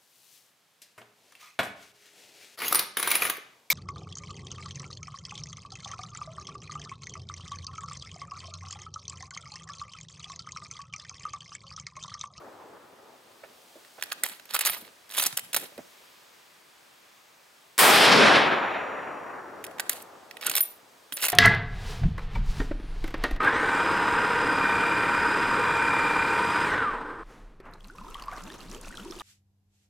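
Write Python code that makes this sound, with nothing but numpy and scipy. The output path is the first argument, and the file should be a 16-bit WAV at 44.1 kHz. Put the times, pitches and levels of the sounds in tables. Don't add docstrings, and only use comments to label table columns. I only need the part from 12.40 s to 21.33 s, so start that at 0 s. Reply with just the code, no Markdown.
import sys
import numpy as np
from scipy import signal
from scipy.fft import rfft, irfft, next_fast_len
from scipy.io import wavfile
from scipy.ndimage import uniform_filter1d

SR = 44100
rng = np.random.default_rng(int(sys.argv[2]) if len(sys.argv) > 2 else 0)


def inscribe(sig):
    pcm = np.round(np.clip(np.atleast_2d(sig).T, -1, 1) * 32767)
    wavfile.write(sys.argv[1], SR, pcm.astype(np.int16))


def attenuation_scalar(level_db):
    decades = np.asarray(level_db, float) / 20
    return 10 ** decades


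N = 393813
T = np.arange(N) / SR
STEP = 32
SLOW = T[::STEP]
LONG = next_fast_len(N + STEP, real=True)


def read(table, hz, column=1):
    table = np.array(table, float)
    return np.interp(np.log(hz), np.log(table[:, 0]), table[:, column])


def unit(x):
    return x / np.sqrt(np.mean(x ** 2))


def bell(hz, width):
    return lambda f: -np.minimum(12 * ((f - hz) / width) ** 2, 90)


def noise(db_of_hz, size):
    hz = np.maximum(np.fft.rfftfreq(size, 1 / SR), 1)
    return irfft(rfft(rng.standard_normal(size)) * attenuation_scalar(db_of_hz(hz)), size)


def band(hz, width):
    low, high = max(hz - 2 * width, 0), min(hz + 2 * width, SR / 2)
    bins = np.arange(int(low * LONG / SR), int(high * LONG / SR))
    spectrum = np.zeros(LONG // 2 + 1, complex)
    phases = rng.standard_normal((len(bins), 2)) @ [1, 1j]
    spectrum[bins] = attenuation_scalar(bell(hz, width)(bins * SR / LONG)) * phases
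    return unit(irfft(spectrum, LONG)[:N])


def walk(rate):
    k = int(SR / STEP / rate)
    held = np.repeat(rng.standard_normal(len(SLOW) // k + 1), k)
    return uniform_filter1d(uniform_filter1d(held, k), k)[:len(SLOW)]


def bump(s, length):
    return np.exp(-((SLOW - s) / length) ** 2)


def fine(slow):
    return np.interp(T, SLOW, slow)


def add(out, sound, s):
    part = out[int(s * SR):][:len(sound)]
    part += sound[:len(part)]


def ring(t, hz, db, t60):
    return attenuation_scalar(db - 60 * t / t60) * np.sin(2 * np.pi * hz * t)


# t/s, level/dB
SHOTS = [
    (-2.15, 2.2),
    (5.386, 1.5),
]
# f/Hz, level/dB
WOOD = [(80, -77), (160, -45.5), (600, -28.5), (4000, -26), (6000, -36.5), (9000, -26.5), (12500, -25.5),
        (15500, -32)]
# delay/s, f/Hz, width/Hz, length/s, level/dB
BANKS = [(.41, 280, 230, .09, 8), (.34, 6000, 6000, .008, 6), (.27, 7000, 6000, .01, 4),
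         (.02, 12000, 6000, .03, 3), (.36, 4200, 2000, .26, 5), (.55, 1700, 400, .12, 3),
         (.435, 3000, 2500, .012, 3.5), (.565, 3000, 3000, .015, 3)]
# f/Hz, level/dB
SLOPES = [(40, -100), (95, -61), (170, -60), (350, -44), (1400, -33), (2500, -33), (4600, -43), (5600, -72)]
BASS_LAG_S, PATCHY_DB = .008, 1.5
HOLD_S = .58
HELD_DB_S, BASS_BUILD_DB_S, BASS_HZ, AIR_DB_S_AT_6K = 4.0, 24, 240, 17
AFTER_DB_S, AFTER_BASS_DB_S, AFTER_BASS_HZ, AFTER_TREBLE_DB_S, AFTER_TREBLE_HZ = 38, 32, 450, 105, 4000
FAR_DB_S, FAR_AIR_DB_S_AT_1K = 10.5, 3.5


def echoes(hz, patch):
    start_db, far_db = read(WOOD, hz), read(SLOPES, hz)
    held_loss = HELD_DB_S - BASS_BUILD_DB_S / (1 + (hz / BASS_HZ) ** 2)
    held_loss += AIR_DB_S_AT_6K * (hz / 6000) ** 1.95
    near_loss = AFTER_DB_S + AFTER_BASS_DB_S / (1 + (hz / AFTER_BASS_HZ) ** 4)
    near_loss += AFTER_TREBLE_DB_S / (1 + (AFTER_TREBLE_HZ / hz) ** 2.5)
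    far_loss = FAR_DB_S + FAR_AIR_DB_S_AT_1K * (hz / 1000) ** 1.9
    power = 0
    for s, db in SHOTS:
        age = np.maximum(SLOW - s, 0)
        late = np.maximum(age - HOLD_S, 0)
        banks = sum(g * np.exp(-((age - d) / l) ** 2 - ((hz - f) / w) ** 2) for d, f, w, l, g in BANKS)
        rise = 1 - np.exp(-age / (BASS_LAG_S * (500 / hz) ** .6))
        near = attenuation_scalar(start_db - held_loss * (age - late) - near_loss * late + banks)
        far = attenuation_scalar(far_db - far_loss * late)
        power = power + (near ** 2 + far ** 2) * (rise * attenuation_scalar(db)) ** 2
    return power * attenuation_scalar(PATCHY_DB * (patch + walk(15))) ** 2


# f/Hz, level/dB
WOOD_PAN = [(60, 1.5), (110, 2.5), (200, 2.5), (380, 2.0), (700, 2.0), (1290, 1.0), (2380, 0.0),
            (4400, 0.0), (8120, 0.0), (15000, 0.0)]
# f/Hz, level/dB
WOOD_SIDE = [(60, -10), (110, -10), (200, -10), (380, -9), (700, -7), (1290, -7), (2380, -11), (4400, -8),
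             (8120, -11), (15000, -28)]
NARROWS_DB_S, NARROWS_HZ = 19, 5000
# f/Hz, level/dB per Hz
AIR = [(25, -32), (60, -28), (160, -17), (320, -14), (700, -11), (1400, -12), (2500, -14), (4000, -16),
       (6000, -19), (9000, -22), (14000, -27), (16000, -29)]
AIR_DB = -89.5
# f/Hz, level/dB
AIR_SIDE = [(60, -10), (110, -10), (200, -8), (380, -3), (700, -1), (1290, -3), (2380, -4), (4400, -6),
            (8120, -18), (15000, -20)]
# t/s, length/s, treble lift/dB
GUSTS = [
    (1.45, .55, 5),
    (3.4, .5, 3),
    (6.7, .5, -3.5),
    (.5, .6, -1.5),
    (7.7, .4, 1.2),
]
# f/Hz, width/Hz, level/dB
HUM = [
    (990, 40, -78),
    (1210, 60, -78),
    (7900, 150, -82),
]
BANDS = np.append(35 * 2 ** np.arange(.5, 9, .5), 15200)


def wood():
    mid, side, swell, patch = np.zeros(N), np.zeros(N), walk(.7), walk(60)
    breeze_db = sum(db * bump(s, length) for s, length, db in GUSTS)
    narrows = NARROWS_DB_S * np.clip(SLOW - SHOTS[1][0], 0, HOLD_S)
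    for hz in BANDS:
        air_db = AIR_DB + read(AIR, hz) + 10 * np.log10(hz) + .8 * swell + .8 * walk(6)
        air = attenuation_scalar(air_db + breeze_db / (1 + (3000 / hz) ** 2)) ** 2
        shot = echoes(hz, patch)
        side_db = read(WOOD_SIDE, hz) - narrows * np.exp(-np.log2(hz / NARROWS_HZ) ** 2)
        wide = air * attenuation_scalar(read(AIR_SIDE, hz)) ** 2 + shot * attenuation_scalar(side_db) ** 2
        lean = np.tanh(read(WOOD_PAN, hz) / 17.4)
        width = min(hz * .36, 2700)
        ahead = band(hz, width) * fine(np.sqrt(air + shot))
        mid += ahead
        side += band(hz, width) * fine(np.sqrt(wide)) + lean * ahead
    drone = sum(band(hz, width) * fine(attenuation_scalar(db + 2.5 * walk(1.5))) for hz, width, db in HUM)
    return attenuation_scalar(1.6) * np.array([mid + side, mid - side]) + drone


# t/s, peak level/dB, f/Hz, upper body level/dB
KNOCKS = [(1.034, -40, 423, 0.5), (1.356, -39, 400, -18), (1.58, -40, 500, -2), (1.909, -50, 200, -4),
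          (2.364, -40, 764, -3), (2.42, -47, 200, -6), (2.926, -40, 115, -4), (3.226, -41, 370, -6),
          (3.319, -46, 480, -10), (3.378, -30, 450, -11), (3.383, -40, 200, -14), (2.79, -42, 220, -8),
          (2.858, -42, 220, -8), (3.16, -38, 280, -6), (3.599, -55, 450, -10), (8.05, -38, 600, -5),
          (8.72, -42, 200, -8)]
KNOCK_T60_S = .075


def knocks():
    out, t = np.zeros(N), T[:8192]
    for s, db, hz, upper_db in KNOCKS:
        lower = unit(noise(bell(hz * 1.25, hz * .6), size=len(t)))
        upper = unit(noise(bell(1300, 1600), size=len(t)))
        body = lower + attenuation_scalar(upper_db) * upper
        add(out, body * attenuation_scalar(db - .5 - 60 * t / KNOCK_T60_S) * (1 - np.exp(-t / .003)), s)
    return out


# t/s, length/s, level/dB
SLEEVE = [(1.15, .2, -64), (1.85, .2, -61), (2.4, .09, -57), (3.2, .15, -60), (3.5, .12, -70),
          (8.1, .08, -53)]
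SLEEVE_HZ, SLEEVE_WIDTH_HZ = 420, 480


def sleeve():
    rub = sum(attenuation_scalar(db) * bump(s, length) for s, length, db in SLEEVE)
    return band(SLEEVE_HZ, SLEEVE_WIDTH_HZ) * fine(rub * attenuation_scalar(5.0 * walk(35)))


# t/s, peak level/dB, dull minus bright/dB
TICKS = [(1.448, -49, 12), (1.5979, -47, 13), (1.6115, -43, 11), (1.6582, -46, 4), (1.6671, -49, 9),
         (1.7015, -45, 11), (1.7165, -34, 4), (1.8964, -39, 8), (1.9967, -43, 12), (2.0546, -46, -3),
         (2.1085, -35, 2), (2.7014, -41, 6), (2.7109, -38, -3), (2.721, -38, 1.5), (2.749, -35, -1.5),
         (2.8533, -29, 8), (2.9261, -37, 9), (2.970, -30, -2), (2.9853, -33, 7), (3.0467, -46, 3),
         (3.378, -45, 5), (7.2656, -40, 4), (7.312, -50, 5), (7.3838, -41, 8), (7.9106, -37, 11),
         (7.969, -37, 14), (8.0115, -39, 1.5), (8.0345, -36, 6), (8.0756, -29, 9), (8.062, -33, 0.5)]
# t/s, peak level/dB, dull minus
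# bright/dB, rebound gap/s, t60/s
STOPS = [(1.6246, -23, 2, .0112, .018), (1.7197, -25, 10, .0072, .022), (1.8356, -16, -11, .0269, .021),
         (2.9734, -19, -5, .0197, .03), (3.1303, -29, -3, .0030, .05), (3.1448, -19, -5, .0030, .018),
         (3.1635, -18, -2, .0045, .05), (7.2412, -31, 2.5, .0064, .02), (7.3969, -22, 6, .0043, .02),
         (7.4951, -16, -12, .0346, .02), (8.7232, -28, 2, .0045, .018), (8.7672, -34, -2, .0035, .02)]
# t/s, peak level/dB, dull minus bright/dB, t60/s
CATCHES = [(2.1365, -30, -6, .06), (2.1445, -20, -1, .02), (2.1494, -19, 0.5, .03), (2.1661, -25, -2, .02),
           (2.1906, -20, -5, .03), (2.2088, -21, -2, .057), (2.2967, -25, 6, .02), (2.769, -29, -5, .05),
           (2.774, -26, -1, .03), (2.7382, -36, 4, .04), (2.693, -46, 0.5, .02), (8.0647, -20, -7, .035),
           (8.0965, -20, -6, .03), (8.1137, -25, 3, .043), (8.2058, -28, -3, .021), (8.7705, -30, -3, .015),
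           (8.067, -20, -3, .02), (8.8834, -19, -3, .055), (8.9, -21, -4, .024), (8.9195, -28, 6, .035)]
# t/s, peak level/dB, first gap/s, t60/s
REAR = [
    (2.2504, -21, .0085, .05),
    (8.153, -20, .0112, .03),
]
# t/s, peak level/dB, dull minus bright/dB, t60/s
FEED = [(2.7795, -22, 2, .03), (2.783, -20, 3, .055), (2.7965, -21, 1, .05), (2.811, -27, -2, .03),
        (2.822, -24, -1, .035), (2.8265, -22, -5, .05), (2.8375, -21, -4, .022), (2.8609, -21, -8, .02),
        (2.8645, -18, -9, .045), (8.8157, -33, -2, .04), (8.8232, -25, -3, .025), (8.8267, -24, 1, .04),
        (8.8326, -23, 3, .05), (8.84, -21, 2, .055), (8.851, -21, -4, .03), (8.8565, -21, -3, .02),
        (8.863, -24, -5, .025), (8.868, -25, -3, .025)]
TICK_T60_S, GAP_SHRINK, REAR_DULL_DB = .028, .78, -4
REBOUND_DB, REBOUND_DB_PER_S, REBOUND_DULL_DB, REBOUND_T60_S = -4, -330, -3, .03


def contacts():
    rows = [(s, db, dull, t60) for s, db, dull, gap, t60 in STOPS] + CATCHES
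    for s, db, dull, gap, t60 in STOPS:
        rebound_db = db + REBOUND_DB + REBOUND_DB_PER_S * gap
        rows += [(s + gap, rebound_db, REBOUND_DULL_DB, REBOUND_T60_S)]
    rows += [(*tick, TICK_T60_S) for tick in TICKS]
    for s, db, gap, t60 in REAR:
        for k in range(4):
            delay = gap * (1 - GAP_SHRINK ** k) / (1 - GAP_SHRINK)
            rows += [(s + delay, db, REAR_DULL_DB, t60)]
    return rows + FEED


# f/Hz, level/dB per Hz
STEEL = [(60, -50), (200, -23), (550, -6.5), (1700, -2), (4000, -2), (5800, -9), (7000, -4.5), (11500, 0.5),
         (15500, -5), (16500, -30)]
# f/Hz, level/dB, t60/s
RECEIVER = [(1750, -12, .012), (2700, -18, .008), (3900, -15, .01), (7400, -12, .008), (8900, -12, .008),
            (11800, -11, .008)]
ATTACK_S, PATCH_HZ, PATCH_DB = .0007, 1100, 3.2
FALL_DB, FALL_SHAPE = 130, 1.4


def impacts():
    out, t = np.zeros(N), T[:3072]
    places = np.arange(0, SR / 2, PATCH_HZ)
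    for s, db, dull_db, t60 in contacts():
        patches = PATCH_DB * rng.standard_normal(size=64)[:len(places)]

        def colour(f):
            dull = (dull_db + 2.0) / (1 + (f / 5800) ** 8)
            return read(STEEL, f) + dull + np.interp(f, places, patches)

        fall = attenuation_scalar(-FALL_DB * (t / max(t60, .005)) ** FALL_SHAPE)
        scrape = unit(noise(colour, size=len(t))) * fall * (1 - np.exp(-(t / ATTACK_S) ** 2))
        modes = 0
        for hz, mode_db, mode_t60 in RECEIVER:
            detune, lift = rng.standard_normal(2)
            modes = modes + ring(t, hz * (1 + .08 * detune), colour(hz) + mode_db + 3.5 * lift, mode_t60)
        hit = scrape + modes * (1 - np.exp(-t / ATTACK_S))
        add(out, attenuation_scalar(db - 1.5) * hit / np.std(hit[t < .003]), s - .0005)
    return out


# t/s, length/s, f/Hz, width/Hz, level/dB
SQUEAKS = [(2.815, .015, 6200, 120, -36), (2.786, .008, 3700, 200, -30), (3.152, .008, 4000, 150, -32),
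           (2.155, .015, 1400, 250, -34), (8.075, .015, 1400, 300, -36), (8.845, .03, 2800, 300, -34),
           (1.628, .004, 3500, 400, -36), (1.724, .007, 1500, 350, -33), (1.842, .008, 1900, 300, -34),
           (7.401, .006, 1750, 250, -32), (7.499, .005, 1900, 300, -33), (1.845, .012, 600, 500, -44),
           (3.17, .008, 750, 400, -41), (3.149, .005, 13500, 1200, -30), (1.837, .002, 12500, 2500, -24),
           (7.4965, .0015, 12000, 3000, -24), (8.166, .002, 11200, 500, -27)]


def squeaks():
    return sum(band(hz, width) * fine(attenuation_scalar(db) * bump(s, length)) for s, length, hz, width, db in SQUEAKS)


SWELL_DB, EASE_DB = 16, 20


def pressure(s, swell, ease, db):
    age = SLOW - s - swell
    shape_db = np.where(age < 0, SWELL_DB * age / swell, -EASE_DB * age / ease)
    return attenuation_scalar(db + shape_db) * (age > -swell) * (age < ease)


# t/s, swell/s, ease/s, level/dB, dull minus bright/dB
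STROKES = [(1.833, .004, .14, -37, 0.5), (2.09, .07, .04, -39, 3), (2.19, .08, .09, -36, 8),
           (2.71, .06, .03, -38, 2), (2.3, .035, .17, -45, 5), (2.78, .05, .1, -37, 1.5),
           (3.165, .01, .1, -39, -1.5), (7.493, .004, .13, -40, 1.5), (8.01, .055, .08, -36, 7),
           (8.11, .07, .035, -34, 1.5), (8.77, .07, .04, -34, 7), (8.87, .025, .09, -42, 1.5)]


def drag():
    out = np.zeros(N)
    for bright in (0, 1):
        def part(f):
            above = 1 / (1 + (5800 / f) ** 8)
            return read(STEEL, f) + 20 * np.log10(abs(1 - bright - above) + 1e-4)

        grit = unit(noise(part, size=LONG))[:N] * fine(attenuation_scalar(6.5 * walk(400) + 4.0 * walk(80)))
        force = sum(pressure(s, swell, ease, db - 3 + dull_db * (.5 - bright))
                    for s, swell, ease, db, dull_db in STROKES)
        out += grit * fine(uniform_filter1d(force, size=6))
    return out


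def bolt():
    return impacts() + squeaks() + drag()


# t/s, length/s, level/dB
GRIP = [(2.15, .04, -66), (2.3, .05, -64), (2.42, .03, -64), (2.85, .04, -64), (3.05, .05, -63),
        (3.2, .07, -60), (3.39, .03, -60)]
GRIP_HZ, GRIP_WIDTH_HZ = 170, 110


def grip():
    rub = sum(attenuation_scalar(db) * bump(s, length) for s, length, db in GRIP)
    return band(GRIP_HZ, GRIP_WIDTH_HZ) * fine(rub * attenuation_scalar(3.0 * walk(30)))


# t/s, level/dB, spin f/Hz, first
# turned away/s, t60/s
CASE = [
    [(2.272, -34, 40, .015, .1), (2.289, -32.5, 25, .029, .3), (3.085, -60, 20, .03, .3),
     (8.19, -33, 20, .03, .07), (8.206, -22, 26, .038, .17), (8.734, -35, 22, .048, .2),
     (8.738, -34, 30, .02, .06)],
    [(2.251, -27, 110, .004, .1), (2.259, -24, 90, .008, .06), (2.272, -28, 60, .02, .12),
     (2.297, -28.5, 26, .024, .24), (8.152, -20, 60, .012, .06), (8.165, -25, 60, .012, .04),
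     (8.188, -31, 60, .015, .1), (8.206, -15.5, 42, .016, .14), (8.732, -34, 45, .004, .15),
     (8.737, -29, 35, .012, .12)],
]
# low f/Hz, high f/Hz
BRASS = [
    (9768, 13494),
    (9812, 13542),
]
SPIN_DEPTH = [.45, .85]


def case():
    out, t = np.zeros(N), T[:16384]
    for mode, strikes in enumerate(CASE):
        for s, db, spin_hz, away, t60 in strikes:
            facing = 1 - SPIN_DEPTH[mode] * np.cos(2 * np.pi * spin_hz * (t - away))
            hz = BRASS[int(s > SHOTS[1][0])][mode]
            add(out, ring(t, hz, db, t60) * facing * (1 - np.exp(-t / .0005)), s)
    return out


# f/Hz, level/dB, t60/s
BARREL = [(5755, -52, 5.0), (6896, -55, 5.0), (10024, -59, 3.0), (14115, -40, 1.5)]
CRACK_LEAD_S, CRACK_DB = .0065, -22


def barrel():
    out, s, t = np.zeros(N), SHOTS[1][0], T[:512]
    shape = np.exp(-((t - .0015) / .002) ** 4) + .2 * np.exp(-t / .006)
    crack = attenuation_scalar(CRACK_DB) * unit(noise(bell(6000, 16000), size=len(t))) * shape
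    add(out, crack, s - CRACK_LEAD_S)
    t = T[:2 * SR]
    add(out, sum(ring(t, *mode) for mode in BARREL) * np.minimum(t / HOLD_S, 1) ** 2, s)
    return out


# f/Hz, level/dB
RIFLE_PAN = [(60, 0.0), (110, -1.0), (200, -0.5), (380, -1.0), (700, -4.0), (1290, -7.5), (2380, -7.0),
             (4400, -6.5), (8120, 1.0), (15000, 0.5)]
# f/Hz, phase/rad
RIFLE_LEAD = [(0, 0), (2240, 1.0), (2670, 0.7), (3190, 1.0), (3880, 0.5), (4390, 1.6), (5340, 1.5),
              (5940, 2.4), (6720, 0.6), (7670, 0.9), (8440, 0.7), (9820, 0.4), (10600, 0.3), (16200, -0.0)]
# delay/s, level/dB
ANSWER = [(0, -22), (.03, -29), (.05, -32), (.065, -27), (.09, -33), (.2, -55)]


def nearby(x):
    hz = np.maximum(np.fft.rfftfreq(LONG, 1 / SR), 1)
    ratio = attenuation_scalar(read(RIFLE_PAN, hz)) * np.exp(1j * np.interp(hz, *np.transpose(RIFLE_LEAD)))
    side = irfft(rfft(x, LONG) * (ratio - 1) / (ratio + 1), LONG)[:N]
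    t = T[:8192]
    dull = lambda f: -np.log2(1 + (f / 8000) ** 2) * 3.0
    fade = attenuation_scalar(np.interp(t, *np.transpose(ANSWER)) - 27)
    answer = [unit(noise(dull, size=len(t))) * fade for _ in range(2)]
    wet_mid, wet_side = (signal.oaconvolve(x, a)[:N] for a in answer)
    wet_side = signal.lfilter([1.2], [1, -.1], wet_side)
    return x + wet_mid + np.array([[1], [-1]]) * (side + wet_side)


def thin(x, hz):
    return signal.sosfilt(signal.butter(2, hz, "high", fs=SR, output="sos"), x)


def scene():
    near = thin(bolt() + case() + sleeve(), 200) + thin(knocks() + grip(), 90)
    return nearby(near) + thin(barrel(), 250) + wood()


def band_limit(x):
    return signal.sosfilt(signal.butter(12, 16650, fs=SR, output="sos"), x)


CEILING_DB, SMOOTH_S = -16, .012


def record(dry):
    power = uniform_filter1d(np.mean(dry ** 2, axis=0), int(SMOOTH_S * SR))
    held = dry / (1 + (power / attenuation_scalar(CEILING_DB + 3) ** 2) ** 2) ** .25
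    held = signal.sosfilt(signal.ellip(6, .3, 40, 15800, fs=SR, output="sos"), held)
    return band_limit(held)


dry = scene()
out = record(dry)
inscribe(out)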